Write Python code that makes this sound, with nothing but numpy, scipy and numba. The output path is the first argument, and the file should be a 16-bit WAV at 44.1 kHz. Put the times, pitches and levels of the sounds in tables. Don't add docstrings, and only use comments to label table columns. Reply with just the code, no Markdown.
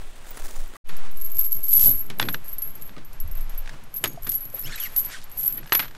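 import sys
import numpy as np
from scipy import signal
from scipy.fft import rfft, irfft
from scipy.io import wavfile
from scipy.ndimage import uniform_filter1d, minimum_filter1d
from numba import njit

SR = 44100
rng = np.random.default_rng(int(sys.argv[2]) if len(sys.argv) > 2 else 0)


def invert_db(x):
    u = np.asarray(x, float) / 20
    return 10 ** u


def wav_out(sig):
    wavfile.write(sys.argv[1], SR, np.round(np.clip(np.atleast_2d(sig).T, -1, 1) * 32767).astype(np.int16))


N = 263628
T = np.arange(N) / SR
CUT_S, BACK_S, FADE_S = .769, 0.841, 0.097

# [f/Hz, level/dB per Hz]
SHORE_COLOUR = [(24, -37), (40, -7), (71, -12), (133, -18.5), (674, -20), (3590, -25), (5360, -34),
                (8620, -29), (15700, -51)]
# [f/Hz, level/dB per Hz]
WATER_COLOUR = [(40, 0), (60, -8.5), (100, -16.5), (250, -20.5), (500, -11.5), (1200, -11.5), (2300, -15.5),
                (5000, -23.5), (10000, -29.5), (15700, -37)]
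# [start t/s, hold t/s, level/dB over calm water]
LAPS = [
    (.85, 0.012, 10.5),
    (1.1, .05, 0.4),
    (2.5, .15, 2),
    (3.62, .12, 4),
    (5, 0.06, 4.5),
    (5.4, .1, 2.5),
]
# [start t/s, hold t/s, heave level/dB, rumble level/dB]
GUSTS = [
    (0, .02, -28, -45),
    (0.496, 0.024, -21, -58),
    (1.864, .02, -28, -32.5),
    (3.25, .02, -20, -38),
    (3.31, 0.03, -16.5, -37),
    (3.489, .02, -24, -57),
    (4.228, 0.017, -30.5, -44.5),
    (4.698, 0.016, -28, -48),
]
# [start t/s, hold t/s, low crunch level/dB, high crunch level/dB]
STEPS = [
    (0, .01, -49, -54),
    (0.281, .01, -47.5, -48),
    (0.364, .01, -43.5, -46),
    (0.445, 0.0093, -44.5, -42),
    (0.56, 0.028, -48.5, -48.5),
    (0.757, .008, -48, -53),
]
# [t/s, peak level/dB, f/Hz]
PEBBLES = [
    (0.2732, -45, 7160),
    (0.3066, -21, 15100),
    (0.3545, -49, 8660),
    (0.3679, -30, 10000),
    (0.5585, -30.5, 7070),
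    (0.6763, -35, 12500),
    (0.757, -28, 1170),
    (0.759, -32, 1950),
]

# [start t/s, length t/s, from f/Hz, to f/Hz, level/dB]
SQUEAKS = [(4.63, .012, 1590, 2600, -52), (4.685, .018, 2350, 2700, -44), (4.69, .03, 1500, 1550, -47),
           (4.74, .016, 1550, 1700, -47), (4.695, .03, 5600, 5400, -50), (4.638, .021, 5300, 5270, -40),
           (4.657, .013, 5300, 7600, -42), (4.64, .016, 2600, 2780, -48), (4.654, .013, 2750, 3150, -36),
           (4.667, .016, 2950, 3400, -39), (4.665, .014, 5700, 7000, -47), (4.71, .045, 3430, 3800, -44),
           (4.722, .017, 3950, 4480, -43), (4.734, .019, 4480, 3950, -42), (4.749, .018, 3950, 3900, -39),
           (4.695, .03, 6400, 7200, -47), (4.788, .038, 3780, 2880, -40), (4.82, .021, 2900, 2950, -43),
           (4.836, .027, 3180, 2500, -39), (4.85, .03, 2450, 1700, -37), (4.672, .014, 2250, 2350, -45),
           (4.712, .016, 1800, 2040, -41), (4.725, .03, 1650, 1750, -44), (4.772, .026, 2500, 2450, -42),
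           (4.775, .024, 2100, 2100, -42), (4.822, .016, 5800, 5900, -45), (4.842, .014, 6100, 5600, -44),
           (4.825, .02, 1750, 1700, -48), (5.09, 0.035, 1500, 1750, -50), (5.128, 0.028, 2000, 1800, -44),
           (5.145, .027, 1600, 1580, -47), (5.093, .05, 2450, 2450, -52), (5.12, .016, 5050, 5100, -48),
           (5.16, .03, 3200, 3300, -51)]
# [start t/s, hold t/s, level/dB]
SCUFFS = [
    (4.665, 0.2, -39),
    (5.095, 0.03, -43),
    (5.115, 0.04, -37),
    (5.16, .02, -52),
]

# [t/s, peak level/dB]
BRUSHES = [(4.123, -46), (4.16, -48), (5.041, -42), (5.062, -42), (5.099, -44), (5.176, -42), (5.185, -42),
           (5.201, -44), (5.215, -41), (5.223, -43), (5.232, -42), (5.503, -42), (5.546, -45), (5.641, -47)]
# [f/Hz, level/dB per Hz]
BRUSH_COLOUR = [(1200, -20), (2200, -3), (4500, 0), (8000, -4), (11000, -10), (15500, -20)]

# [t/s, peak level/dB, centre f/Hz, t60 t/s]
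WELL = [(2.1008, -24.5, 2310, 0.066), (2.1978, -5.5, 1563, 0.021), (2.2167, -17, 1540, 0.021),
        (2.2271, -13.5, 1540, 0.011), (2.2379, -27, 1550, 0.014), (2.2522, -30.5, 1010, 0.073),
        (2.2869, -11.5, 1650, 0.021), (2.3441, -13.5, 1613, 0.017), (2.9648, -36, 1240, 0.05),
        (2.98, -35, 1960, 0.06), (4.057, -17, 3720, 0.014), (4.2682, -26.5, 1250, 0.081)]
# [t/s, peak level/dB, centre f/Hz, t60 t/s]
BLOWS = [(0.8928, -24.5, 1160, 0.082), (4.0397, -11.5, 3010, 0.031), (4.047, -17.5, 2030, .035),
         (5.5778, -34, 1920, 0.092), (5.7219, -4, 1854, .027), (5.736, -16, 1680, 0.016),
         (5.7495, -9.5, 1300, 0.029), (5.7939, -11.5, 2420, 0.019), (5.8005, -16, 1990, 0.039),
         (5.82, -29, 1900, 0.03), (5.825, -25, 1290, 0.034), (5.835, -30, 1900, 0.03),
         (5.855, -32, 1900, 0.03)]
# [t/s, peak level/dB]
TAPS = [(2.8932, -37), (3.6592, -34), (3.675, -29), (3.6931, -26), (4.962, -34), (5.6306, -35),
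        (5.659, -35), (5.6746, -35), (5.6953, -34), (5.8452, -31), (5.881, -33), (5.91, -35.5),
        (5.9494, -34.5)]
# [t/s, peak level/dB, t60 t/s]
THUDS = [
    (1.853, -35, 0.079),
    (1.871, -36, 0.035),
    (1.895, -50, 0.037),
    (2.971, -47, 0.13),
    (4.038, -34, 0.18),
    (4.54, -43, 0.15),
    (5.723, -42, 0.2),
]
# [f/Hz, level/dB per Hz]
SLAP_COLOUR = [(250, -12), (650, -3), (1800, 2.5), (4000, -4.5), (5500, -11), (7400, -15.5), (11000, -23),
               (15000, -36)]
# [f/Hz, level/dB, t60 t/s]
PANEL = [(940, -11, .035), (1170, -13, .03), (1520, -12, .025), (1740, -11, .022), (1940, -13, .03),
         (2470, -8.5, .025), (2900, -9, .02), (3500, -7.5, .022), (4050, -9, .02), (4900, -13, .018),
         (5750, -17, .018), (6200, -21, .022)]
# [f/Hz, level/dB, t60 t/s]
HULL = [(133, -2, 0.32), (173.3, 1.5, 0.085), (254, -1, 0.13), (332.7, -3.5, 0.21), (482, -2, 0.077)]
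# [t/s, f/Hz, peak level/dB, t60 t/s]
STRUCK_RINGS = [(.893, 6800, -50.5, 0.28), (4.04, 6650, -38, 0.3), (4.05, 6705, -43, .25), (2.198, 860, -20, .025),
                (2.198, 3400, -18, .022), (2.965, 1250, -39, .05), (2.978, 620, -38, .04), (5.7497, 5750, -19, .02),
                (5.7497, 4950, -22, .025), (5.7222, 3950, -17, .02), (4.041, 3000, -21, .03),
                (4.175, 684, -27, .04), (4.539, 555, -28, .025), (4.041, 380, -24, .04), (.855, 3000, -46, .12),
                (3.24, 73, -24, .12)]
# [start t/s, hold t/s, level/dB]
MURMURS = [
    (1.83, 0.05, -37),
    (2.216, 0.06, -39),
    (2.98, .03, -51.5),
    (4.085, .03, -43),
    (4.67, 0.014, -47),
    (5.547, 0.09, -49),
]
# [f/Hz, level/dB per Hz]
HOLLOW_COLOUR = [(80, -14), (110, -0.5), (140, 0), (190, -4.5), (300, -9.5), (500, -17), (900, -20)]

# [t/s, ring peak level/dB, tick
# minus ring level/dB]
CLINKS = [(0.8715, -44, -3), (0.8885, -36, -2), (0.9665, -37, -2), (1.1128, -38, -11), (1.1712, -28, -14),
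          (1.2126, -24, -17), (1.2181, -26, -12), (1.246, -21, -19), (1.263, -36, -1), (1.3004, -33, -7),
          (1.3163, -23, -19), (1.3468, -27, -12), (1.3555, -26, -16), (1.3682, -20, -13),
          (1.3832, -16, -16), (1.391, -10, -26), (1.4011, -23, -10), (1.407, -16, -27), (1.4116, -15, -17),
          (1.422, -22, -26), (1.431, -23, -24), (1.441, -19, -18), (1.4455, -16, -19), (1.455, -26, -10),
          (1.461, -27, -13), (1.477, -24, -22), (1.51, -28, -11), (1.5199, -14, -21), (1.5264, -13, -20),
          (1.532, -21, -25), (1.541, -27, -24), (1.5513, -31, -6), (1.566, -21, -18), (1.58, -29, -19),
          (1.6301, -23, -17), (1.6394, -17, -24), (1.644, -22, -17),
          (1.67, -26, -14), (1.682, -16, -20), (1.6888, -14, -19), (1.7089, -12, -20), (1.7162, -12, -27),
           (1.7299, -6, -22), (1.7345, -7, -21), (1.7651, -5, -25), (1.779, -9, -28), (1.7953, -11, -13),
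           (1.811, -8, -17), (1.8279, -9, -28), (1.8387, -6, -19), (1.8564, -3, -23), (1.871, -8, -17),
           (1.879, -15, -19), (1.8923, -11, -21), (1.909, -11, -28), (1.916, -18, -28), (1.9926, -22, -24),
           (2.0613, -36, -9), (2.1, -43, 6), (2.186, -27, -15), (2.2088, -19, -28), (2.2504, -35, -7),
           (2.289, -23, -14), (2.3267, -22, -16),
          (2.445, -34, -12), (2.46, -38, -8), (2.4814, -27, -17), (2.497, -39, -8), (2.5173, -35, -11),
           (2.5281, -22, -24), (2.54, -38, -12), (2.5825, -21, -17), (2.62, -16, -18), (2.6739, -26, -22),
           (2.6989, -36, -10), (2.7527, -31, -12), (2.8143, -33, -13), (2.8216, -29, -10),
           (2.854, -32, -20), (2.876, -40, -8), (3.0481, -41, -6), (3.1309, -42, -1), (3.2007, -23, -14),
           (3.2756, -36, -12), (3.3135, -32, -13), (3.3178, -33, -24), (3.3509, -34, -12),
           (3.3723, -34, -14), (3.4077, -33, -11), (3.495, -35, -4), (3.5474, -39, -11), (3.5769, -24, -19),
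           (3.8373, -48, 1),
          (3.9407, -22, -19), (3.9617, -22, -14), (3.9677, -18, -19), (3.978, -23, -20),
            (4.076, -20, -14), (4.1304, -37, -15), (4.2222, -33, -13), (4.2321, -29, -9),
            (4.2452, -23, -20), (4.2924, -14, -12), (4.325, -21, -18), (4.3413, -19, -14),
            (4.3501, -15, -23), (4.4062, -22, -22), (4.4526, -26, -10), (4.4995, -35, -6),
            (4.5279, -38, -7), (4.5459, -16, -27), (4.5933, -20, -16), (4.6252, -30, -10),
          (4.7582, -26, -16), (4.8006, -19, -15), (4.826, -24, -20), (4.851, -22, -20), (4.9629, -13, -12),
           (4.9756, -9, -27), (4.983, -12, -38), (4.9918, -18, -12), (5.0288, -30, -13), (4.999, -16, -22),
           (5.0477, -21, -16), (5.06, -36, -6), (5.0886, -41, -2), (5.2972, -40, -9), (5.3156, -33, -9),
           (5.373, -24, -17), (5.3777, -18, -31), (5.3866, -21, -20), (5.3979, -32, -2), (5.4104, -23, -12),
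           (5.4323, -19, -11), (5.4583, -15, -17), (5.49, -31, -7), (5.5241, -20, -16), (5.5551, -31, -12),
           (5.5725, -21, -20), (5.6639, -38, -19), (5.7266, -9, -18), (5.736, -18, -16), (5.7497, -10, -10),
           (5.769, -11, -33), (5.776, -20, -15), (5.7982, -19, -17), (5.817, -28, -12)]
# [t/s, ring peak level/dB, tick minus ring level/dB]
JOLTS = [
    (4.04, -20, 3),
    (4.2709, -24, -4),
    (2.1965, -34, 6),
]
# [t/s, ring peak level/dB, tick minus ring level/dB]
CHOKED = [
    (4.8362, -13, -26),
    (5.2408, -31, -11),
    (5.4773, -6, -23),
    (4.3184, -13, -15),
]
# [start t/s, hold t/s, ring level/dB, dry patter minus ring level/dB]
SWINGS = [(1.177, 0.14, -42.5, -14), (1.376, 0.09, -31, -20), (1.515, 0.025, -32, -20),
          (1.645, .04, -31, -19), (1.705, .02, -26, -20), (1.735, 0.065, -18.5, -23),
          (1.82, 0.05, -17.5, -19), (1.87, 0.025, -19, -21), (1.92, 0.07, -28, -24), (2.223, .11, -35, -22),
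          (2.482, 0.018, -38.5, -17), (2.708, .16, -55, -14), (3.975, 0.0073, -38, -18),
          (4.05, 0.025, -38, -9), (4.297, 0.055, -28, -18), (4.555, 0.08, -35, -18),
          (4.816, 0.016, -31.5, -14), (4.975, 0.025, -28, -15), (5.4, 0.06, -29, -21),
          (5.755, 0.04, -28, -22)]
# [f/Hz, spread between links f/Hz, level/dB, t60 t/s]
LINK = [(11670, 85, 0, .085), (12225, 60, -4.5, .08), (12505, 50, -8, .065)]
# [f/Hz, level/dB per Hz]
TICK_COLOUR = [(1200, -55), (2000, -17), (4350, -11), (8400, -5.5), (11000, 0), (12800, -13), (13500, -5.5),
               (15800, -19)]

# [low f/Hz, high f/Hz]
TREBLE_BANDS = [(12800, 13700), (13700, 14800), (14800, 17000)]


def noise(spectrum):
    hz, db = np.transpose(spectrum)
    log_hz = np.log(np.arange(1, N // 2 + 2) * SR / N)
    colour = invert_db(np.interp(log_hz, np.log(hz), db, -90, -90))
    x = irfft(rfft(rng.standard_normal(N)) * colour, N)
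    return x / np.std(x)


def walk(rate):
    k = int(SR / rate)
    held = np.repeat(rng.standard_normal(N // k + 1), k)
    return 2.93 * uniform_filter1d(held, k)[:N]


def swells(s, hold, db, rise_db_s, fall_db_s, rest_db):
    early = np.clip(s[:, None] - T, 0, None)
    late = np.clip(T - (s + hold)[:, None], 0, None)
    level = db[:, None] - rise_db_s * early - fall_db_s * late
    return np.maximum(rest_db, np.max(level, axis=0))


@njit
def ring(s, hz, size, t60, phase, contact_s):
    out, push = np.zeros(N), np.exp(-1 / (contact_s * SR))
    for k in range(len(s)):
        turn = np.exp(2j * np.pi * hz[k] / SR - np.log(1000) / (t60[k] * SR))
        z, start, left = size[k] * np.exp(1j * phase[k]), int(s[k] * SR), 1.
        for i in range(start, min(N, start + int(t60[k] * SR))):
            left *= push
            out[i] += z.imag * (1 - left)
            z *= turn
    return out


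def strike(s, hz, db, t60, contact_s, phase=0):
    same = 0.0 * s
    return ring(s, hz + same, invert_db(db + same), t60 + same, phase + same, contact_s)


def bursts(s, db, t60, contact_s=0.000067):
    return strike(s, 0, db, t60, contact_s, phase=np.pi / 2)


def shower(count, scatter_db):
    return rng.uniform(0, T[-1], count), scatter_db * (rng.exponential(size=count) - 1)


def wind():
    s, hold, heave_db, rumble_db = np.transpose(GUSTS)
    heave_db = swells(s, hold, heave_db, 76, 42.5, rest_db=-37)
    rumble_db = swells(s, 0 * s, rumble_db, 100, 70, rest_db=-54.5)
    heave = noise([(3, -3.5), (6, 0), (12, 0.5), (19, -2), (26, -23.5)])
    rumble = noise([(22, 2), (30, 4.5), (50, -5.5), (90, -7.0), (150, -14.5)])
    return invert_db(heave_db) * heave + invert_db(rumble_db) * rumble


def water():
    lap = invert_db(-49 - 6.5 + swells(*np.transpose(LAPS), 9.4, 26, 0))
    slow = invert_db(0.25 * walk(9)) * noise(WATER_COLOUR)
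    fast = invert_db(1.2 * walk(25) - 2.2) * noise(WATER_COLOUR)
    return lap * (slow + fast)


def beach():
    s, hold, low_db, high_db = np.transpose(STEPS)
    low_db = swells(s, hold, low_db, 120, 81, -55.5)
    high_db = swells(s, hold, high_db, 250, 113, -59.5)
    grains = bursts(*shower(count=9000, scatter_db=3.5), 0.016)
    grains = grains / np.std(grains) * 0.4
    low = invert_db(low_db) * noise([(200, 0.5), (600, 1.5), (2000, -3.5), (5000, -19)])
    high = invert_db(high_db) * noise([(3000, -12), (7000, -6.0), (15700, -11)])
    s, db, hz = np.transpose(PEBBLES)
    pebbles = strike(s, hz, db - 7.5, t60=0.036, contact_s=0.00031)
    return grains * (low + high) + pebbles + invert_db(-52) * noise(SHORE_COLOUR)


def squeaks():
    out, waver, flutter = np.zeros(N), walk(150), walk(500)
    for k, (start, length, from_hz, to_hz, db) in enumerate(SQUEAKS):
        i = np.arange(int(start * SR), int((start + length) * SR))
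        u = (T[i] - start) / length
        own = i - 4000 * k
        hz = (from_hz + (to_hz - from_hz) * u) * (1 + 0.006 * waver[own])
        phase = 2 * np.pi * np.cumsum(hz) / SR
        tone = np.sin(phase) + invert_db(-10.5) * (np.sin(2 * phase) + 0.66 * np.sin(3 * phase))
        chatter = np.clip((2500 - from_hz) / 900, .15, .8) * flutter[own]
        out[i] += invert_db(db) * (1 + chatter) * np.abs(np.sin(np.pi * u)) ** .5 * tone
    return out


def soles():
    db = swells(*np.transpose(SCUFFS), 800, 260, -71)
    s, size_db = shower(count=5000, scatter_db=2.5)
    rib_hz = 1400 * np.exp(rng.uniform(0, 1.7, len(s)))
    ribs = strike(s, rib_hz, size_db + np.interp(s, T, db) - 7, t60=0.022, contact_s=0.0017)
    rasp = noise([(1000, -7), (1500, 2.0), (4000, -2.0), (9000, -6), (15500, -24)])
    return squeaks() + ribs + invert_db(db - 5 + 0.72 * walk(120)) * rasp


def brushes():
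    s, db = np.transpose(BRUSHES + [(s, db - 13) for s, db in TAPS])
    return bursts(s, db, .03, contact_s=.0012) * noise(BRUSH_COLOUR)


def hull():
    thuds = bursts(*np.transpose(THUDS))
    thuds = thuds * noise([(60, 0.0), (150, -5), (400, -2.5), (900, -11.5), (2500, -28.5)])
    s, hz, db, t60 = np.transpose(STRUCK_RINGS)
    struck = strike(s, hz, db, t60, contact_s=0.0016)
    murmur_db = swells(*np.transpose(MURMURS), 130, 138.5, -55.5) + 1.3 * walk(30)
    return thuds + struck + invert_db(murmur_db) * noise(HOLLOW_COLOUR)


def deck():
    taps = [(s, db, 1655, 0.021) for s, db in TAPS]
    s, db, hz, t60 = np.transpose(WELL + BLOWS + taps)
    boom_db = np.repeat([-33, -43, -50.5], [len(WELL), len(BLOWS), len(taps)])
    boom_db = boom_db + .6 * np.minimum(db + 25, 0)
    t60 = np.clip(t60, .008, .15)
    out = bursts(s, db - 8.0, t60) * noise(SLAP_COLOUR)
    out = out + bursts(s, db - 22.5, 4 * t60) * noise(SLAP_COLOUR)
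    out = out + strike(s, hz, db - 8.0, t60=.018, contact_s=0.000098)
    out = out + strike(s, 2.2 * hz, db - 15, t60=.018, contact_s=0.00021)
    for mode_hz, mode_db, mode_t60 in PANEL:
        tune, force, phase = rng.standard_normal((3, len(s)))
        level_db = db + mode_db - 10 + 3.0 * force
        out = out + strike(s, mode_hz * (1 + 0.015 * tune), level_db, mode_t60, 0.00015, phase)
    for mode_hz, mode_db, mode_t60 in HULL:
        tune, force = rng.standard_normal((2, len(s)))
        level_db = boom_db + mode_db - 3.5 + 1.8 * force
        out = out + strike(s, mode_hz * (1 + 0.096 * tune), level_db, mode_t60, 0.0027)
    return out + hull()


def links(s, db, damp, count):
    out = 0
    for hz, spread_hz, mode_db, t60 in LINK * count:
        tune, force, decay, phase = rng.standard_normal((4, len(s)))
        own_hz = hz + spread_hz * tune
        own_t60 = damp * t60 * np.exp(0.54 * decay)
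        out = out + strike(s, own_hz, db + mode_db + 1.8 * force, own_t60, .0009, np.pi * phase)
    return out


def clinks(blows, damp):
    s, db, tick_db = np.transpose(blows)
    ticks = bursts(s, db + tick_db + 1.5, 0.016) * noise(TICK_COLOUR)
    return links(s, db - 7.0, damp, count=3) + ticks


def rattle():
    s, hold, db, dry_db = np.transpose(SWINGS)
    ring_db = swells(s, hold, db, 400, 332, -76)
    patter_db = swells(s, hold, db + dry_db, 210, 230, -84)
    s, db = shower(count=4200, scatter_db=2.0)
    rings = links(s, db - 3.5 + np.interp(s, T, ring_db), 0.55, count=1)
    s, db = shower(count=6000, scatter_db=2.5)
    pouring_db = -22
    crowd = np.clip(invert_db(np.interp(s, T, ring_db) - pouring_db), .3, 1)
    touch = rng.random(len(s)) < crowd
    grains = bursts(s[touch], (db - 11 * np.log10(crowd))[touch], 0.026)
    hiss = np.clip(invert_db(ring_db - pouring_db), .3, .8)
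    patter = .6 * grains + 1.8 * hiss
    return rings + patter * invert_db(patter_db - 5.5) * noise(TICK_COLOUR)


def chain():
    free = clinks(CLINKS + JOLTS, damp=0.78)
    return free + clinks(CHOKED, damp=.3) + rattle()


def scene():
    gusts = wind()
    first = beach() + gusts * np.clip((CUT_S - T) / 0.094, 0, 1)
    first = first * np.clip((CUT_S - T) / 0.0018, 0, 1)
    drift = -0.24 * np.exp(-(T - 1))
    fade = np.clip((T - BACK_S) / FADE_S, 0, 1) ** 1.05
    boat = chain() + brushes() + deck() + soles() + water() + gusts + drift
    mid = first + boat * fade
    return mid + np.array([[-1], [1]]) * 0.024 * drift * fade


def band(x, low_hz, high_hz):
    return signal.sosfiltfilt(signal.butter(4, [low_hz, high_hz], "band", fs=SR, output="sos"), x)


def frame_level(x):
    power = np.add.reduceat(x ** 2, np.arange(0, N, 1024)) / 1024
    return 10 * np.log10(np.repeat(power, 1024)[:N] + 1e-14)


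def limit(x):
    need = np.minimum(1, .8 / (np.abs(x) + 1e-9))
    return uniform_filter1d(minimum_filter1d(need, size=257), size=129)


def top_cut(x):
    return signal.sosfilt(signal.butter(12, 16460, fs=SR, output="sos"), x)


def record(dry):
    ringing_db = frame_level(band(dry[0], 11300, 12700))
    for (low_hz, high_hz), gate_db in zip(TREBLE_BANDS, [-65, -63, -62]):
        top = band(dry[0], low_hz, high_hz)
        lost = frame_level(top) < np.minimum(gate_db, ringing_db - 12)
        dry = dry - top * uniform_filter1d(1. * lost, size=256) * (T > CUT_S)
    side = 0
    for low_hz, high_hz, db in [(40, 440, -22), (350, 1080, -21), (1000, 5600, -20),
                                (4500, 10500, -23), (10500, 13000, -34)]:
        patches = np.clip(walk(30) - 1.1, 0, 1)
        side = side + invert_db(db) * np.roll(band(dry[0], low_hz, high_hz), 40) * patches
    wide = (dry + np.array([side, -side])) * limit(dry[0])
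    low_pass = signal.ellip(8, .2, 70, 15900, fs=SR, output="sos")
    return top_cut(signal.sosfilt(low_pass, wide))


dry = scene()
out = record(dry)
wav_out(out)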